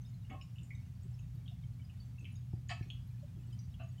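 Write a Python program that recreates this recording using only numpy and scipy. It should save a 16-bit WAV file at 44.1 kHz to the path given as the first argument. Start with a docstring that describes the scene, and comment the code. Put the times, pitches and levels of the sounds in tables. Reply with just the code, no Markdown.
"""Chicken yard in light rain.

Single drops splat on wet ground and leaves and plink in puddles. Hens give three hoarse clucks,
pulses and breath ringing the throat, and a few soft ones with the beak closed. Feet shuffle on soil.
A wall and fence throw back a short echo of the drops and hens. Two soft thumps bump the microphone,
and a distant motor hums over a low rumble and faint hiss."""
import sys
import numpy as np
from scipy import signal
from scipy.fft import rfft, irfft
from scipy.io import wavfile
from scipy.ndimage import uniform_filter1d

SR = 44100
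rng = np.random.default_rng(int(sys.argv[2]) if len(sys.argv) > 2 else 0)


def bounce(signal):
    """Save signal as a 16-bit WAV file at the path given by the first command-line argument."""
    frames = np.transpose(np.atleast_2d(signal))
    limited = np.clip(frames, -1, 1)
    pcm = np.round(limited * 32767).astype(np.int16)
    wavfile.write(sys.argv[1], SR, pcm)


N = 176400

# spectra of the background noise (frequency [Hz], relative level [dB])
RUMBLE_SPECTRUM = [(20, -24.5), (40, -29.5), (54, 1.5), (70, -2.5), (92, 3.5), (135, 0.5), (175, -4),
                   (205, -14), (250, -16.5), (320, -33), (450, -40), (700, -62.5)]
HISS_SPECTRUM = [(100, -1), (500, 0.5), (700, 3.5), (1000, 0), (1800, -2), (2800, -2.5), (4000, -5.5),
                 (6300, -7), (9000, -10.5), (15500, -12)]
# feet on the soil (time [s], level [dB])
FOOT_SHUFFLES = [(0.598, -68), (1.348, -69.5), (2.21, -62.5), (2.551, -65), (2.849, -67.5), (3.359, -63.5),
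                 (3.469, -65)]
# bumps on the microphone (time [s], pitch [Hz], level [dB])
MIC_THUMPS = [(2.534, 106.5, -38.5), (2.808, 104, -41)]
# drops on wet ground and leaves (time [s], centre [Hz], width [Hz], level [dB])
GROUND_SPLATS = [(.414, 2680, 604, -60.5), (.414, 5240, 497, -68), (.560, 2810, 394, -70),
                 (.585, 2790, 520, -63.5), (.415, 3800, 350, -78), (.586, 3570, 249, -75),
                 (.634, 7080, 420, -72), (.708, 2168, 394, -57.5), (.634, 8300, 730, -75),
                 (1.033, 8040, 1010, -76.5), (1.192, 2790, 490, -72), (1.194, 6600, 510, -75),
                 (1.462, 3210, 304, -70), (1.480, 3270, 950, -61.5), (1.899, 2760, 450, -69),
                 (2.195, 6430, 607, -75.5), (2.211, 8130, 500, -81), (2.246, 2860, 900, -64),
                 (2.255, 2640, 844, -57.5), (2.285, 2900, 616, -76), (2.325, 10200, 2000, -79),
                 (2.535, 793, 178, -68.5), (2.688, 6860, 730, -62), (2.827, 2380, 449, -64.5),
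                 (2.830, 4240, 350, -75), (2.831, 5600, 403, -74.5), (2.903, 3030, 806, -51.5),
                 (2.903, 6600, 400, -74), (2.905, 4230, 290, -72.5), (3.530, 8600, 610, -79.5),
                 (3.592, 5900, 518, -67), (3.743, 3130, 605, -69)]
# drops ringing in puddles and on hard things (time [s], pitch [Hz], level [dB])
PUDDLE_PLINKS = [(.018, 6170, -73.5), (.051, 3650, -73), (.061, 5130, -75), (.144, 4090, -77),
                 (.248, 2830, -73.5), (.301, 6600, -78), (.425, 6960, -74), (.711, 2216, -56.5),
                 (.751, 3730, -72.5), (.751, 6190, -75.5), (.751, 7670, -80), (1.140, 5310, -77),
                 (1.349, 13200, -81), (1.636, 2220, -76), (1.638, 3150, -75), (1.798, 2290, -74),
                 (1.818, 3020, -75.5), (1.848, 4940, -75.5), (2.003, 4520, -66.5), (2.185, 2650, -65),
                 (2.210, 2606, -67), (2.321, 9360, -82), (2.356, 6600, -69), (2.358, 3710, -75),
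                 (2.367, 4920, -77), (2.809, 1743, -67), (3.074, 11400, -78.5), (3.411, 7500, -83),
                 (3.435, 2910, -77.5), (3.528, 3060, -69.5), (3.528, 5010, -75), (3.528, 7000, -82),
                 (3.591, 4850, -71.5), (3.835, 6650, -77), (3.887, 6680, -77.5), (3.982, 3040, -70)]
# closed-beak clucks (time [s], pitch [Hz], level [dB])
SOFT_CLUCKS = [(1.046, 383, -67), (1.510, 723, -70.5), (3.225, 591, -61.5)]
# a hen's throat resonances, one set a syllable (centre [Hz], width [Hz], relative level [dB])
THROAT_LOW = [(256, 123, 7), (600, 49, -0.5), (757, 36, 3), (1120, 57, -7), (1263, 29, -5),
              (1810, 190, -4.5), (2190, 160, -1.5), (2696, 140, -2), (2930, 180, -6.5), (3350, 70, -11.5)]
THROAT_CLOSING = [(260, 110, 4), (610, 100, 1.5), (780, 60, -6), (1093, 43, 2.5), (2610, 62, -10),
                  (3050, 230, -14)]
THROAT_LOUD = [(722, 84, 3), (894, 67, -7), (1100, 150, -4), (1290, 49, -7), (1836, 140, 3),
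               (2280, 160, -2), (2587, 100, -0.5), (2940, 570, 0.5), (4070, 110, -12), (4600, 550, -4.5),
               (5260, 260, -17.5), (7160, 1100, -12.5), (8340, 330, -20)]
THROAT_SOFT = [(670, 127, 5.5), (1182, 55, -6), (1440, 370, -5), (1970, 100, -23), (2683, 150, -1),
               (3000, 62, -8), (4010, 130, -17)]
# hoarse clucks, the first in two syllables
# (time [s], length [s], pulse rate [Hz], level [dB], lag of low resonances [s/octave], throat [table])
HOARSE_CLUCKS = [(0.294, 0.023, 163.2, -49.5, 0.00023, THROAT_LOW),
                 (.329, 0.015, 164, -54, 0.00023, THROAT_CLOSING),
                 (2.690, 0.024, 229.6, -42, 0.0019, THROAT_LOUD),
                 (3.792, 0.026, 210.4, -53.5, 0.0015, THROAT_SOFT)]

LEVEL_WINDOW_S, TOP_HZ = .03, 15800
YARD_T60_S, EARLY_DECAY_S, EARLY_DB, FIRST_ECHO_S, TAIL_LOW_HZ = 0.32, 0.0098, 6.5, 0.0025, 800
RUMBLE_DB, HISS_DB, RUMBLE_SWELL_DB, HISS_SWELL_DB = -49, -73, 1.12, 0.4
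HUM_HZ, HUM_DB, HUM_SECOND_DB, HUM_WAVER_DB, HUM_DRIFT = 120.95, -49, -76.5, 1, 0.0063
DRIZZLE_PER_S, DRIZZLE_DB, DRIZZLE_HZ, DRIZZLE_OCTAVES = 26, -84.5, 3700, 1.1
SPRAY_DB, SPRAY_S = -7.5, 0.0022
PLINK_ATTACK_S, PLINK_DECAY_S, PLINK_WET_DB = .0055, .0035, -4
SOFT_CLUCK_S, SOFT_FALL_PER_S = 0.026, 1.8
CLUCK_ATTACK_S, CLUCK_RELEASE_S, CLUCK_RASP, CLUCK_JITTER, LAG_BELOW_HZ = 0.0023, 0.015, 0.53, .12, 2500


def undb(db):
    """Decibels to gain."""
    return 10 ** (np.asarray(db) / 20)


def unit(x):
    """Scale to an rms of one."""
    return x / np.sqrt(np.mean(x ** 2) + 1e-30)


def event_time():
    """Half a second of time for one event."""
    return np.arange(SR // 2) / SR


def add(out, x, start, db):
    """Mix in an event; its level is its energy spread over the level window."""
    i = max(int(start * SR), 0)
    x = x * undb(db) * np.sqrt(LEVEL_WINDOW_S * SR / np.sum(x ** 2))
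    out[i:i + len(x)] += x[:max(N - i, 0)]


def resonate(x, hz, width):
    """A resonance applied twice, for steep skirts."""
    b, a = signal.iirpeak(hz, hz / width, fs=SR)
    return signal.lfilter(b, a, signal.lfilter(b, a, x))


def band(x, hz, width):
    """A steep band-pass."""
    edges = [hz - width / 2, hz + width / 2]
    return signal.sosfilt(signal.butter(4, edges, "bandpass", fs=SR, output="sos"), x)


def drift(per_s):
    """Smooth random drift with an rms of one."""
    hold = int(SR / per_s)
    steps = np.repeat(rng.standard_normal(N // hold + 1), hold)
    return unit(uniform_filter1d(uniform_filter1d(steps, hold), hold)[:N])


def coloured(spectrum):
    """Noise shaped to points of (frequency [Hz], level [dB])."""
    hz, db = np.array(spectrum).T
    bin_hz = np.maximum(np.arange(N // 2 + 1) * SR / N, 1)
    gain = undb(np.interp(np.log(bin_hz), np.log(hz), db))
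    return unit(irfft(rfft(rng.standard_normal(N)) * gain, N))


def ring(hz, attack_s, decay_s, glide_per_s=0):
    """A tone that swells, dies away and may glide."""
    t = event_time()
    tone = np.sin(2 * np.pi * hz * (t + glide_per_s * t ** 2 / 2))
    return tone * (1 - np.exp(-(t / attack_s) ** 2)) * np.exp(-t / decay_s)


def yard_echo(x, wet_db):
    """Direct sound plus early echoes off wall and fence and a thin tail, different for each spot."""
    t = event_time()
    early, tail = rng.standard_normal((2, len(t))) * (t > FIRST_ECHO_S)
    early *= undb(EARLY_DB) * np.exp(-t / EARLY_DECAY_S)
    tail = signal.lfilter(*signal.butter(1, TAIL_LOW_HZ, "highpass", fs=SR), tail)
    tail *= np.exp(-np.log(1000) * t / YARD_T60_S)
    echo = signal.fftconvolve(x, early + tail)[:len(t)]
    return unit(x) + undb(wet_db) * unit(echo)


def background():
    """Low rumble and faint hiss behind the yard, each swelling slightly."""
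    rumble = coloured(RUMBLE_SPECTRUM) * undb(RUMBLE_DB + RUMBLE_SWELL_DB * drift(per_s=2))
    hiss = coloured(HISS_SPECTRUM) * undb(HISS_DB - HISS_SWELL_DB * drift(per_s=14))
    return rumble + hiss


def distant_motor():
    """A far-off hum and its faint octave, wavering in pitch and level."""
    phase = 2 * np.pi * np.cumsum(HUM_HZ * (1 + HUM_DRIFT * drift(per_s=10))) / SR
    hum = np.sqrt(2) * (undb(HUM_DB) * np.sin(phase) + undb(HUM_SECOND_DB) * np.sin(2 * phase))
    return hum * undb(HUM_WAVER_DB * drift(per_s=9.88))


def shuffling_feet():
    """Feet scuff the soil in short puffs of low noise."""
    out, t = np.zeros(N), event_time()
    for start, db in FOOT_SHUFFLES:
        scuff = rng.standard_normal(len(t)) * t * np.exp(-t / 0.017)  # peaks at 17 ms
        add(out, resonate(scuff, hz=273, width=166), start, db)
    return out


def microphone_bumps():
    """Dull thumps with a small knock on top, right on the microphone and so without echo."""
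    out = np.zeros(N)
    for start, hz, db in MIC_THUMPS:
        thump = ring(hz, attack_s=0.0031, decay_s=0.01)
        knock = ring(hz=336, attack_s=.002, decay_s=.005)
        add(out, -thump, start, db)
        add(out, -knock, start, db - 18)
    return out


def drizzle():
    """Faint drops ring all over the yard at random times and pitches."""
    out = np.zeros(N)
    for when, pitch, size in rng.random((int(DRIZZLE_PER_S * N / SR), 3)):
        hz = DRIZZLE_HZ * 2 ** (DRIZZLE_OCTAVES * (2 * pitch - 1))
        db = DRIZZLE_DB + min(-np.log(1 - size), 2)  # bigger drops are up to 2 dB louder
        drop = ring(hz, PLINK_ATTACK_S, PLINK_DECAY_S)
        add(out, yard_echo(drop, PLINK_WET_DB), when * N / SR, db)
    return out


def ground_splats():
    """A drop hits wet ground or a leaf: a rounded tick, then a brief spray."""
    out, t = np.zeros(N), event_time()
    for start, hz, width, db in GROUND_SPLATS:
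        tick = band(signal.unit_impulse(len(t)), hz, width)
        spray = band(rng.standard_normal(len(t)) * t * np.exp(-t / SPRAY_S), hz, width)
        splat = unit(tick) + undb(SPRAY_DB) * unit(spray)
        rise_s = 1 / width  # a narrow band takes longer to peak
        add(out, yard_echo(splat, wet_db=0.5), start - rise_s, db)
    return out


def puddle_plinks():
    """A drop lands in a puddle or on something hard and rings briefly."""
    out = np.zeros(N)
    for start, hz, db in PUDDLE_PLINKS:
        plink = ring(hz, PLINK_ATTACK_S, PLINK_DECAY_S, glide_per_s=0.33)
        add(out, yard_echo(plink, PLINK_WET_DB), start - PLINK_ATTACK_S / 2, db)
    return out


def soft_clucks():
    """With her beak closed, a hen makes a short, slightly falling tone."""
    out, t = np.zeros(N), event_time()
    for start, hz, db in SOFT_CLUCKS:
        tone = np.sin(2 * np.pi * hz * (t - SOFT_FALL_PER_S * t ** 2 / 2))
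        swell = np.sin(np.pi * np.minimum(t / SOFT_CLUCK_S, 1))
        add(out, yard_echo(tone * swell, wet_db=-10), start, db)
    return out


def hoarse_clucks():
    """Uneven pulses and rasping air ring a hen's throat, treble first."""
    out, t = np.zeros(N), event_time()
    for start, length, pulse_hz, db, lag, throat in HOARSE_CLUCKS:
        jitter = unit(uniform_filter1d(rng.standard_normal(len(t)), SR // 200))
        cycles = np.cumsum(pulse_hz * (1 + CLUCK_JITTER * jitter)) / SR
        pulses = unit(np.diff(np.floor(cycles), prepend=-1))
        air = unit(np.exp(-2 * (cycles % 1)) * rng.standard_normal(len(t)))  # a puff after each pulse
        voice = (1 - CLUCK_RASP) * pulses + CLUCK_RASP * air
        cluck = np.zeros(len(t))
        for hz, width, resonance_db in throat:
            age = t - lag * max(np.log2(LAG_BELOW_HZ / hz), 0)
            attack = np.clip(age / CLUCK_ATTACK_S, 0, 1)
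            release = np.exp(-np.maximum(age - length, 0) / CLUCK_RELEASE_S)
            cluck += undb(resonance_db) * unit(resonate(voice * attack * release, hz, width))
        add(out, yard_echo(cluck, wet_db=-2.5), start, db)
    return out


def scene():
    """The whole yard at one microphone."""
    ambience = background() + distant_motor()
    drops = ground_splats() + puddle_plinks()
    hens = hoarse_clucks() + soft_clucks()
    return (ambience + shuffling_feet() + microphone_bumps() + drizzle() + drops + hens)[None]


def record(dry):
    """The recorder cuts the highest treble steeply."""
    return signal.sosfilt(signal.ellip(10, .1, 80, TOP_HZ, fs=SR, output="sos"), dry)


dry = scene()
out = record(dry)
bounce(out)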